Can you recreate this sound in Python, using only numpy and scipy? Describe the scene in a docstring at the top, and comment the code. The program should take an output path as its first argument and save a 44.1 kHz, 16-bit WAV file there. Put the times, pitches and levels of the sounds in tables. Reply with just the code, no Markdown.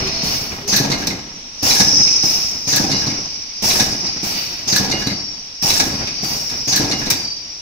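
"""A pneumatic sachet machine, close by, seals and cuts once every two seconds.
Its jaws clack against their stops, the steel frame thuds, the knife rings, valves vent air
and a drive moves the film. Further off in the hard-walled workshop a fast spindle whines and
slows under load. At the start, a hand stirs the filled sachets in their box."""
import sys
import numpy as np
from scipy import signal
from scipy.fft import rfft, irfft, next_fast_len
from scipy.io import wavfile
from scipy.ndimage import uniform_filter1d

SR = 44100
rng = np.random.default_rng(int(sys.argv[2]) if len(sys.argv) > 2 else 0)


def digitize_waveform(pressure):
    """Quantize a signal to 16-bit integers and store it at the path in sys.argv[1].

    Rows of a 2-D input are taken as channels; values are limited to [-1, 1].
    """
    field = np.atleast_2d(pressure).T
    bounded = np.clip(field, -1, 1)
    quanta = np.round(bounded * 32767).astype(np.int16)
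    wavfile.write(sys.argv[1], SR, quanta)


N = 335601
TIME = np.arange(N) / SR
TOP_HZ = 15750  # upper edge of the sound

# machine cycles: start_s, level_db
CYCLES = [(-1.326, 0), (.677, 1.5), (2.674, -.5), (4.674, -.5), (6.674, -.5)]
# heavy parts landing on the frame in each cycle: offset_s, level_db, pitch_hz, clank_db
THUDS = [(-.003, -27, 135, -32), (.050, -22, 135, -27), (.123, -15, 146, -24), (.163, -19.5, 275, -26),
         (.192, -24, 260, -32), (.220, -16.5, 143, -26), (.258, -19.5, 250, -26), (.322, -27, 140, -36),
         (.392, -19.5, 155, -36), (.440, -24, 290, -32), (.949, -21, 170, -26), (1.130, -17.5, 250, -22),
         (1.19, -23, 170, -32), (1.25, -23, 270, -30), (1.555, -23, 165, -24)]


def jaws(ring_db=-9, focus_octaves=.16, detune=.004, part_db=-6, rattle_db=-3.6, chatter_db=2.2):
    """Each blow gives a steel rattle, a clack, a bright tick, a thud and ringing tones."""
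    # tones of the jaws and frame: pitch_hz, level_db, ring_s (time to fade by 60 dB)
    steel_tones = [(141, -3, .3), (270, -5, .25), (490, -3, .2), (780, -4, .1), (1000, -6, .1),
                   (1660, 0, .14), (1735, -2, .12), (2110, -3, .16), (2330, -3, .11), (2420, -5, .1),
                   (3990, 3, .13), (4390, 0, .1), (5430, 0, .12), (12890, -2, .2)]
    # noise colours of the clank, thud and tick: frequency_hz, level_db
    clank_colour = [(100, -30), (400, -15), (800, -8), (1250, -7), (1700, -3), (1950, -6), (2250, -3),
                    (2650, -6), (3300, -5), (3900, 2), (4800, 1), (5600, 3), (6300, -2), (7400, -16),
                    (15000, -30)]
    thud_colour = [(20, -18), (45, -11), (95, -9), (142, 3), (200, -1), (275, 1), (400, -8), (700, -13),
                   (1200, -19), (4000, -50)]
    tick_colour = [(500, -20), (3000, -8), (5500, 1), (8000, 0), (10500, -4), (13000, 0), (16000, -2)]
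    t = np.arange(SR // 4) / SR
    hz, tones = ringing(steel_tones, t, rise_s=.002)
    shudder = amp(-19) * np.exp(-t / .055)  # the panels keep shaking after the blow
    power, ring = np.zeros((3, N)), np.zeros((2, N))
    for s, clank_db, thud_db, tick_db, rattle_s, ring_hz in blows():
        clank = amp(clank_db) * (np.exp(-t / rattle_s) + shudder) * (1 - np.exp(-t / (rattle_s * .22)))
        thud = amp(thud_db) * (np.exp(-t / (rattle_s * 1.4)) + shudder) * (1 - np.exp(-t / .002))
        tick = amp(tick_db) * np.exp(-t / (rattle_s * .9)) * (1 - np.exp(-t / .0006))
        add(power, s, np.array([clank, thud, tick]) ** 2)
        # the struck part clacks around its own pitch and favours the tones near it
        resonance = signal.iirpeak(ring_hz, Q=16, fs=SR)
        clack = unit_level(signal.lfilter(*resonance, rng.standard_normal((2, len(t)))))
        weight = .1 + np.exp(-(np.log2(hz / ring_hz) / focus_octaves) ** 2)
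        phase_turns = rng.random(len(hz)) + rng.random((2, len(hz))) * np.minimum(hz / 1500, 1)
        steel = (weight * np.exp(2j * np.pi * phase_turns)) @ tones
        shift_hz = ring_hz * detune * rng.standard_normal()  # clamping force retunes the steel
        retuned = (steel * np.exp(2j * np.pi * shift_hz * t)).real
        add(ring, s, amp(part_db) * clank * clack + amp(clank_db + ring_db) * retuned)
    clank, thud, tick = np.sqrt(power)
    chatter = unit_level(amp(chatter_db * wander(350)))  # loose parts touch again and again
    rattles = amp(rattle_db) * clank * noise(clank_colour, ripple_db=5)
    ticks = tick * noise(tick_colour, ripple_db=4)
    return chatter * (rattles + ticks) + thud * noise(thud_colour) + ring


def blows():
    """Lists every snap, clack and thud: start_s, clank_db, thud_db, tick_db, rattle_s, ring_hz."""
    # loose snaps with their own timing: start_s, clank_db, tick_db, ring_hz, rattle_s
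    snaps = [(.069, -19, -55, 2500, .01), (.519, -25, -36, 2420, .005), (2.074, -15, -52, 2500, .008),
             (4.066, -21, -52, 4400, .01), (6.069, -18, -55, 2500, .014), (1.070, -10, -14, 5400, .005),
             (4.758, -13, -50, 1660, .012), (7.058, -17, -34, 5600, .008), (.677, -24, -21, 5400, .003),
             (2.512, -32, -25, 5400, .006), (5.071, -11, -30, 4390, .005), (6.495, -19, -38, 5400, .014),
             (7.101, -5, -8, 5430, .013), (7.104, -12, -30, 2380, .01), (7.126, -15, -26, 5400, .011)]
    # jaws hitting their stops in each cycle: offset_s, clank_db, tick_db, ring_hz
    clacks = [(.049, -11, -30, 4400), (.056, -14, -36, 1735), (.085, -9, -13, 4400),
              (.087, -19, -20, 12890), (.098, -14, -32, 1660), (.153, -21, -42, 600), (.168, -16, -40, 780),
              (.222, -17, -44, 5600), (.238, -11, -46, 4400), (.246, -17, -50, 2110),
              (.342, -19.5, -48, 1660), (.392, -18, -34, 4400), (.424, -20, -40, 2110),
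              (1.026, -10.5, -32, 4000), (1.03, -14, -38, 2380), (1.079, -20, -38, 1660),
              (1.120, -13, -40, 780), (1.123, -5, -24, 5600), (1.126, -14.5, -40, 1680)]
    rows = [(s, db, db - 30, tick_db, rattle_s, hz) for s, db, tick_db, hz, rattle_s in snaps]
    for start, cycle_db in CYCLES:
        for s, db, tick_db, hz in clacks:  # a clack also shakes the frame
            rows.append((start + s, cycle_db + db, cycle_db + db - 17, cycle_db + tick_db, .013, hz))
        for s, db, _, clank_db in THUDS:  # a thud also rattles the steel
            rows.append((start + s, cycle_db + clank_db, cycle_db + db, cycle_db + db - 29, .014, 780))
    return rows


def frame(boom_db=-4.5, decay_s=.028, rise_s=.004, scatter=.04):
    """Each thud bends a panel, which booms briefly at a pitch of its own."""
    t = np.arange(SR // 4) / SR
    swing = np.exp(-t / decay_s) * (1 - np.exp(-t / rise_s))
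    out = np.zeros(N)
    for start, cycle_db in CYCLES:
        for s, db, hz, _ in THUDS:
            pitch = hz * (1 + scatter * rng.standard_normal())
            add(out, start + s, amp(cycle_db + db + boom_db) * swing * np.sin(2 * np.pi * pitch * t))
    return out


def knife(focus_octaves=.2, other_tones_db=-8):
    """The knife bar rings on after each cut, mostly in one of its tones."""
    # tones of the bar: pitch_hz, level_db, ring_s (time to fade by 60 dB)
    bar_tones = [(2126, -1, .32), (2860, 0, .45), (4030, 2, .25), (4430, 2, .17)]
    # knife strokes: start_s, level_db, ring_hz
    cuts = [(.92, -25, 2126), (2.918, -21, 4030), (4.92, -22, 2860), (6.918, -27, 2860)]
    hz, tones = ringing(bar_tones, np.arange(SR // 2) / SR, rise_s=.006)
    out = np.zeros((2, N))
    for s, db, ring_hz in cuts:
        weight = np.maximum(amp(other_tones_db), np.exp(-(np.log2(hz / ring_hz) / focus_octaves) ** 2))
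        phase = np.exp(2j * np.pi * rng.random(len(hz)) + 2j * rng.random((2, len(hz))))
        add(out, s, amp(db) * ((weight * phase) @ tones).real)
    return out


def valves(flutter_db=.9):
    """Air leaves a cylinder as a hollow hiss, a jet and a thin fizz, fading with the pressure."""
    # puffs of air in each cycle: offset_s, silencer_db, jet_db, fizz_db, rise_s, hold_s, decay_s
    vents = [(-.004, -18.5, -31, -32, .011, .11, .064), (.29, -30, -42, -41, .02, .04, .08),
             (.946, -17.5, -26, -25, .007, .07, .08), (.955, -19, -21.5, -33, .05, .15, .08),
             (1.547, -25, -31, -29, .025, .1, .14)]
    # noise colours of the silencer, jet and fizz: frequency_hz, level_db
    silencer_colour = [(100, -18), (800, -12), (1300, -20), (2600, -14), (3400, -16), (4200, -13),
                       (4800, -5), (5500, 0), (6200, -5), (6900, -14), (7600, -31), (10000, -42)]
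    jet_colour = [(200, -3), (800, 2), (1400, -6), (2400, -3), (5500, 3), (7000, 3), (8000, -1),
                  (10000, -4), (12500, -3), (15000, -5)]
    fizz_colour = [(7000, -25), (10000, -15), (12000, -8), (13500, -2), (14700, 0), (15700, -5)]
    power = np.zeros((3, N))
    for s, silencer_db, jet_db, fizz_db, rise_s, hold_s, decay_s in vents:
        puff = amp([[silencer_db], [jet_db], [fizz_db]]) * burst(rise_s, hold_s, decay_s)
        for start, _ in CYCLES:
            add(power, start + s, puff ** 2)
    silencer, jet, fizz = np.sqrt(power) * amp(flutter_db * wander(60))
    return (silencer * sputter(noise(silencer_colour, ripple_db=2.5), depth_db=1.8)
            + jet * sputter(noise(jet_colour, ripple_db=2), depth_db=3)
            + fizz * sputter(noise(fizz_colour, ripple_db=2), depth_db=2.8))


def sputter(hiss, depth_db):
    """Swirling air makes patches of the spectrum swell and sink from moment to moment."""
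    bands = signal.stft(hiss, nperseg=256)[2]
    patches = uniform_filter1d(rng.standard_normal(bands.shape[1:]), size=5, axis=0)
    patches = unit_level(uniform_filter1d(patches, size=6, axis=1))
    return unit_level(signal.istft(bands * amp(depth_db * patches), nperseg=256)[1][:, :N])


def valve_whistles(rise_s=.009):
    """Escaping air whistles roughly at the valve openings, lower as the pressure falls."""
    # whistles in each cycle: offset_s, length_s, start_hz, end_hz, width_hz, level_db
    whistles = [(0, .16, 6400, 5900, 550, -21), (.004, .06, 5200, 4600, 260, -22),
                (.95, .2, 5490, 5350, 520, -21)]
    out = np.zeros((2, N))
    for start, _ in CYCLES:
        for s, length_s, start_hz, end_hz, width_hz, db in whistles:
            progress = np.linspace(0, 1, int(length_s * SR))
            swell = np.minimum(progress * length_s / rise_s, 1) * (1 - progress ** 2)
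            pitch = start_hz + (end_hz - start_hz) * progress
            add(out, start + s, amp(db) * swell * fuzzy_tone(pitch, width_hz))
    return out


def film_drive(judder_db=2.5):
    """The drive rumbles and judders while it moves the film, then coasts."""
    # runs of the drive in each cycle: offset_s, hold_s, level_db
    runs = [(.12, .35, -30), (.95, .44, -29), (1.55, .14, -33), (1.82, .06, -35)]
    # colour of the rumble: frequency_hz, level_db
    rumble_colour = [(20, -9), (42, -3), (80, -3), (130, -1.5), (260, -3), (500, -10), (800, -9),
                     (1400, -15.5), (2400, -14), (4000, -23), (9000, -45)]
    power = np.zeros(N)
    for s, hold_s, db in runs:
        for start, _ in CYCLES:
            add(power, start + s, (amp(db) * burst(rise_s=.02, hold_s=hold_s, decay_s=.125)) ** 2)
    return noise(rumble_colour, ripple_db=3) * np.sqrt(power) * amp(judder_db * wander(30))


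def spindle(whine_db=-3.5, waver=.006, drift=.003, flicker_db=2.8, rough_db=1.3):
    """A fast tool whines and rasps, louder the harder it is pressed; it also grinds and squeals."""
    # spindle speed: time_s, turns_per_s
    speeds = [(0, 393), (.35, 398), (.6, 425), (1.3, 520), (1.7, 505), (1.92, 475), (2.5, 465), (2.9, 446),
              (3.15, 436), (3.85, 438), (4.08, 445), (4.3, 431), (4.8, 426), (5.05, 419), (5.6, 422.5),
              (5.95, 429), (6.55, 432), (7.28, 427), (7.6, 431)]
    # how hard the tool is pressed: time_s, level_db
    load = [(0, -25), (.35, -23), (.6, -36), (1.55, -35), (1.7, -20), (1.95, -12.5), (2.35, -17),
            (2.6, -26), (3.0, -21), (3.5, -32), (3.8, -24), (4.1, -25), (4.6, -30), (5.2, -30), (5.5, -34),
            (5.95, -26.5), (7.0, -27), (7.6, -34)]
    # tones of the whine: multiple_of_speed, level_db
    overtones = [(10.35, -14), (11, -1), (12.02, -5), (13, -1), (13.5, -6)]
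    # the band where the tool sings best: frequency_hz, level_db
    tool_band = [(4000, -12), (4350, -5), (4700, 2), (4900, 1), (5700, 0), (6100, -7), (6600, -18)]
    # colour of the rasp: frequency_hz, level_db
    rasp_colour = [(1000, -38), (2300, -32), (4200, -28), (4700, -13), (5250, 0), (5750, 0), (6150, -6),
                   (6600, -22), (8000, -41), (15000, -43)]
    speed = over_time(speeds) * (1 + waver * wander(200) + drift * wander(10))
    turns = np.cumsum(speed) / SR
    whine = np.zeros(N)
    for multiple, db in overtones:
        level_db = db + flicker_db * wander(32) + at_pitch(tool_band, multiple * speed)
        whine += amp(level_db) * np.sin(2 * np.pi * multiple * turns)
    whine = unit_level(whine)
    whine = unit_level(.4 * whine + room(whine, [(100, .25), (10000, .25)]))
    bite = tool_bite(speed)
    rasp = noise(rasp_colour, ripple_db=3, lead_s=.00027) * amp(rough_db * wander(70))
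    return amp(over_time(load)) * (amp(whine_db) * whine + rasp) + bite


def tool_bite(speed):
    """The tool grinds, and where it bites one of its tones swells into a squeal."""
    # colour of the grinding: frequency_hz, level_db
    grind_colour = [(400, -12), (1400, -9), (2400, 0), (3200, -5), (4450, 3), (5000, -5), (7000, -30)]
    # loudness of the grinding: time_s, level_db
    grind_levels = [(0, -30), (.35, -28), (.6, -43), (1.5, -48), (1.9, -35), (2.4, -31), (2.65, -42),
                    (3.1, -35), (3.5, -41), (4.2, -35), (4.38, -27), (4.75, -40), (5.5, -47), (6.1, -35),
                    (7.6, -45)]
    # squeals: middle_s, length_s, level_db, multiple_of_speed, width_hz
    squeals = [(.2, .5, -30, 11, 90), (2.0, .4, -20, 11, 50), (4.08, .16, -24, 11, 70),
               (4.39, .36, -27, 11, 60), (5.05, 1.1, -29.5, 11, 35), (5.25, .45, -30, 13, 35),
               (5.65, .14, -23, 13, 80), (6.28, .5, -28, 11, 45), (7.29, .44, -24.5, 11, 45),
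               (6.5, .8, -31, 13, 60), (6.55, .6, -32, 12, 60)]
    out = noise(grind_colour, ripple_db=3) * amp(over_time(grind_levels))
    for middle_s, length_s, db, multiple, width_hz in squeals:
        near = abs(TIME - middle_s) < length_s / 2
        out[:, near] += amp(db) * np.hanning(near.sum()) * fuzzy_tone(multiple * speed[near], width_hz)
    return out


def carton(crumple_db=3):
    """A hand stirs the filled sachets in their box with a dull rustle."""
    # colour of the rustle: frequency_hz, level_db
    rustle_colour = [(25, -3), (70, 0), (180, -1), (400, -6), (1000, -10), (3000, -15), (9000, -34)]
    # loudness of the rustle: time_s, level_db
    rustle_levels = [(0, -29), (.3, -33), (.55, -34), (.7, -38), (1.1, -60)]
    return noise(rustle_colour) * amp(over_time(rustle_levels) + crumple_db * wander(25))


def workshop(floor_db=-40.5, swell_db=1):
    """Steady noise of the hall, with a few passing hums."""
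    # colour of the hall's noise: frequency_hz, level_db
    hall_colour = [(20, -3), (45, -1), (90, -9), (140, -8), (200, -11), (280, -7), (420, -13), (900, -12),
                   (1400, -15), (2300, -12), (4000, -9), (6200, -15), (7000, -26), (10000, -33),
                   (15000, -41)]
    # faint tones: start_s, length_s, start_hz, end_hz, level_db
    hums = [(-.06, .22, 375, 392, -28), (0, .32, 672, 668, -35), (.59, .16, 375, 440, -30),
            (3.0, 2.6, 2070, 1945, -51)]
    out = noise(hall_colour) * amp(floor_db + swell_db * wander(8))
    for s, length_s, start_hz, end_hz, db in hums:
        hz = np.linspace(start_hz, end_hz, int(length_s * SR))
        add(out, s, amp(db) * np.hanning(len(hz)) * np.sin(2 * np.pi * np.cumsum(hz) / SR))
    return out


def room(sound, fade_times, echoes_per_s=3000):
    """Echoes off the walls; fade_times lists frequency_hz, ring_s (time to fade by 60 dB)."""
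    echoes = rng.standard_normal((2, SR)) * (rng.random((2, SR)) < echoes_per_s / SR)
    echoes *= np.arange(SR) > .005 * SR  # a short gap before the first echo
    hz, t, bands = signal.stft(echoes, SR, nperseg=256)
    bands[1, hz < 400] = bands[0, hz < 400]  # the bass reaches both sides alike
    tail = signal.istft(bands * amp(-60 * t / at_pitch(fade_times, hz)[:, None]), SR, nperseg=256)[1]
    return signal.fftconvolve(np.atleast_2d(sound), tail / np.linalg.norm(tail[0]), axes=1)[:, :N]


def noise(colour, ripple_db=0., lead_s=.00048, diffuse_hz=1500):
    """Stereo noise, rippled by crowded resonances: alike in the bass, apart in the treble."""
    # how alike left and right are: frequency_hz, likeness (0 to 1)
    likeness = [(30, .7), (130, .96), (260, .88), (500, .55), (1000, .45), (4000, .25), (14000, .45)]
    size = next_fast_len(N, True)
    hz = np.fft.rfftfreq(size, 1 / SR)
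    ripple_hz = np.geomspace(600, TOP_HZ, 256)
    ripple = ripple_db * np.interp(hz, ripple_hz, rng.standard_normal(len(ripple_hz)), left=0)
    shared, separate = rng.standard_normal((2, 2 * len(hz))).view(complex)
    same = at_pitch(likeness, hz)
    # the left side leads, less so below diffuse_hz, where sound comes from all around
    left = shared * np.exp(2j * np.pi * hz * lead_s * (1 - np.exp(-hz / diffuse_hz)))
    right = same * shared + np.sqrt(1 - same ** 2) * separate
    return unit_level(irfft(np.array([left, right]) * amp(at_pitch(colour, hz) + ripple), size)[:, :N])


def ringing(table, t, rise_s):
    """The pitches of struck metal and a fading complex wave for each."""
    hz, db, ring_s = np.transpose(table)
    fade = amp(db[:, None] - 60 * t / ring_s[:, None]) * (1 - np.exp(-t / rise_s))
    return hz, fade * np.exp(2j * np.pi * hz[:, None] * t)


def fuzzy_tone(hz, width_hz):
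    """A narrow band of noise that follows the pitch curve hz."""
    lowpass = signal.butter(2, width_hz / 2, fs=SR, output="sos")
    flutter = signal.sosfilt(lowpass, rng.standard_normal((2, 2 * len(hz))).view(complex))
    return unit_level((flutter * np.exp(2j * np.pi * np.cumsum(hz) / SR)).real)


def burst(rise_s, hold_s, decay_s):
    """A loudness curve that rises, holds and dies away."""
    t = np.arange(SR) / SR
    return np.minimum(t / rise_s, 1) * np.exp(-np.maximum(t - hold_s, 0) / decay_s)


def wander(rate_hz):
    """A smooth random curve of typical size 1 that wobbles up to about rate_hz."""
    points, step = 2 ** 14, 32
    hz = np.fft.rfftfreq(points, step / SR)
    slow = unit_level(irfft(rfft(rng.standard_normal(points)) * np.exp(-(hz / rate_hz) ** 2)))
    return np.interp(np.arange(N) / step, np.arange(points), slow)


def amp(db):
    """Turns decibels into a gain."""
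    return 10 ** (np.asarray(db) / 20)


def unit_level(x):
    """Scales a signal to an average (rms) level of 1."""
    return x / np.sqrt(np.mean(x ** 2) + 1e-20)


def at_pitch(table, hz):
    """Reads a table on a log-frequency axis."""
    table_hz, value = np.transpose(table)
    return np.interp(np.log(hz + 1), np.log(table_hz + 1), value)


def over_time(table):
    """Joins a table's timed points with straight lines."""
    return np.interp(TIME, *np.transpose(table))


def add(mix, start_s, sound):
    """Mixes a sound in at start_s, dropping what falls outside."""
    start = round(start_s * SR)
    sound = sound[..., max(-start, 0):]
    part = mix[..., max(start, 0):][..., :sound.shape[-1]]
    part += sound[..., :part.shape[-1]]


def scene(knock_echo_db=-8, air_echo_db=-12):
    """The machine in its room, with the spindle and the hall behind it."""
    knocks = jaws() + frame() + knife()
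    air = valves() + valve_whistles()
    to_walls = amp(knock_echo_db) * knocks + amp(air_echo_db) * air
    echo = room(to_walls, [(150, .65), (1000, .7), (5000, .5), (14000, .3)])
    return knocks + air + echo + film_drive() + spindle() + carton() + workshop()


def record(dry):
    """Clips the loudest peaks, then removes the treble above TOP_HZ."""
    lowpass = signal.firwin(511, TOP_HZ, window=("kaiser", 9), fs=SR)
    return signal.oaconvolve(np.clip(dry, -1, 1), lowpass[None], "same")


dry = scene()
out = record(dry)
digitize_waveform(out)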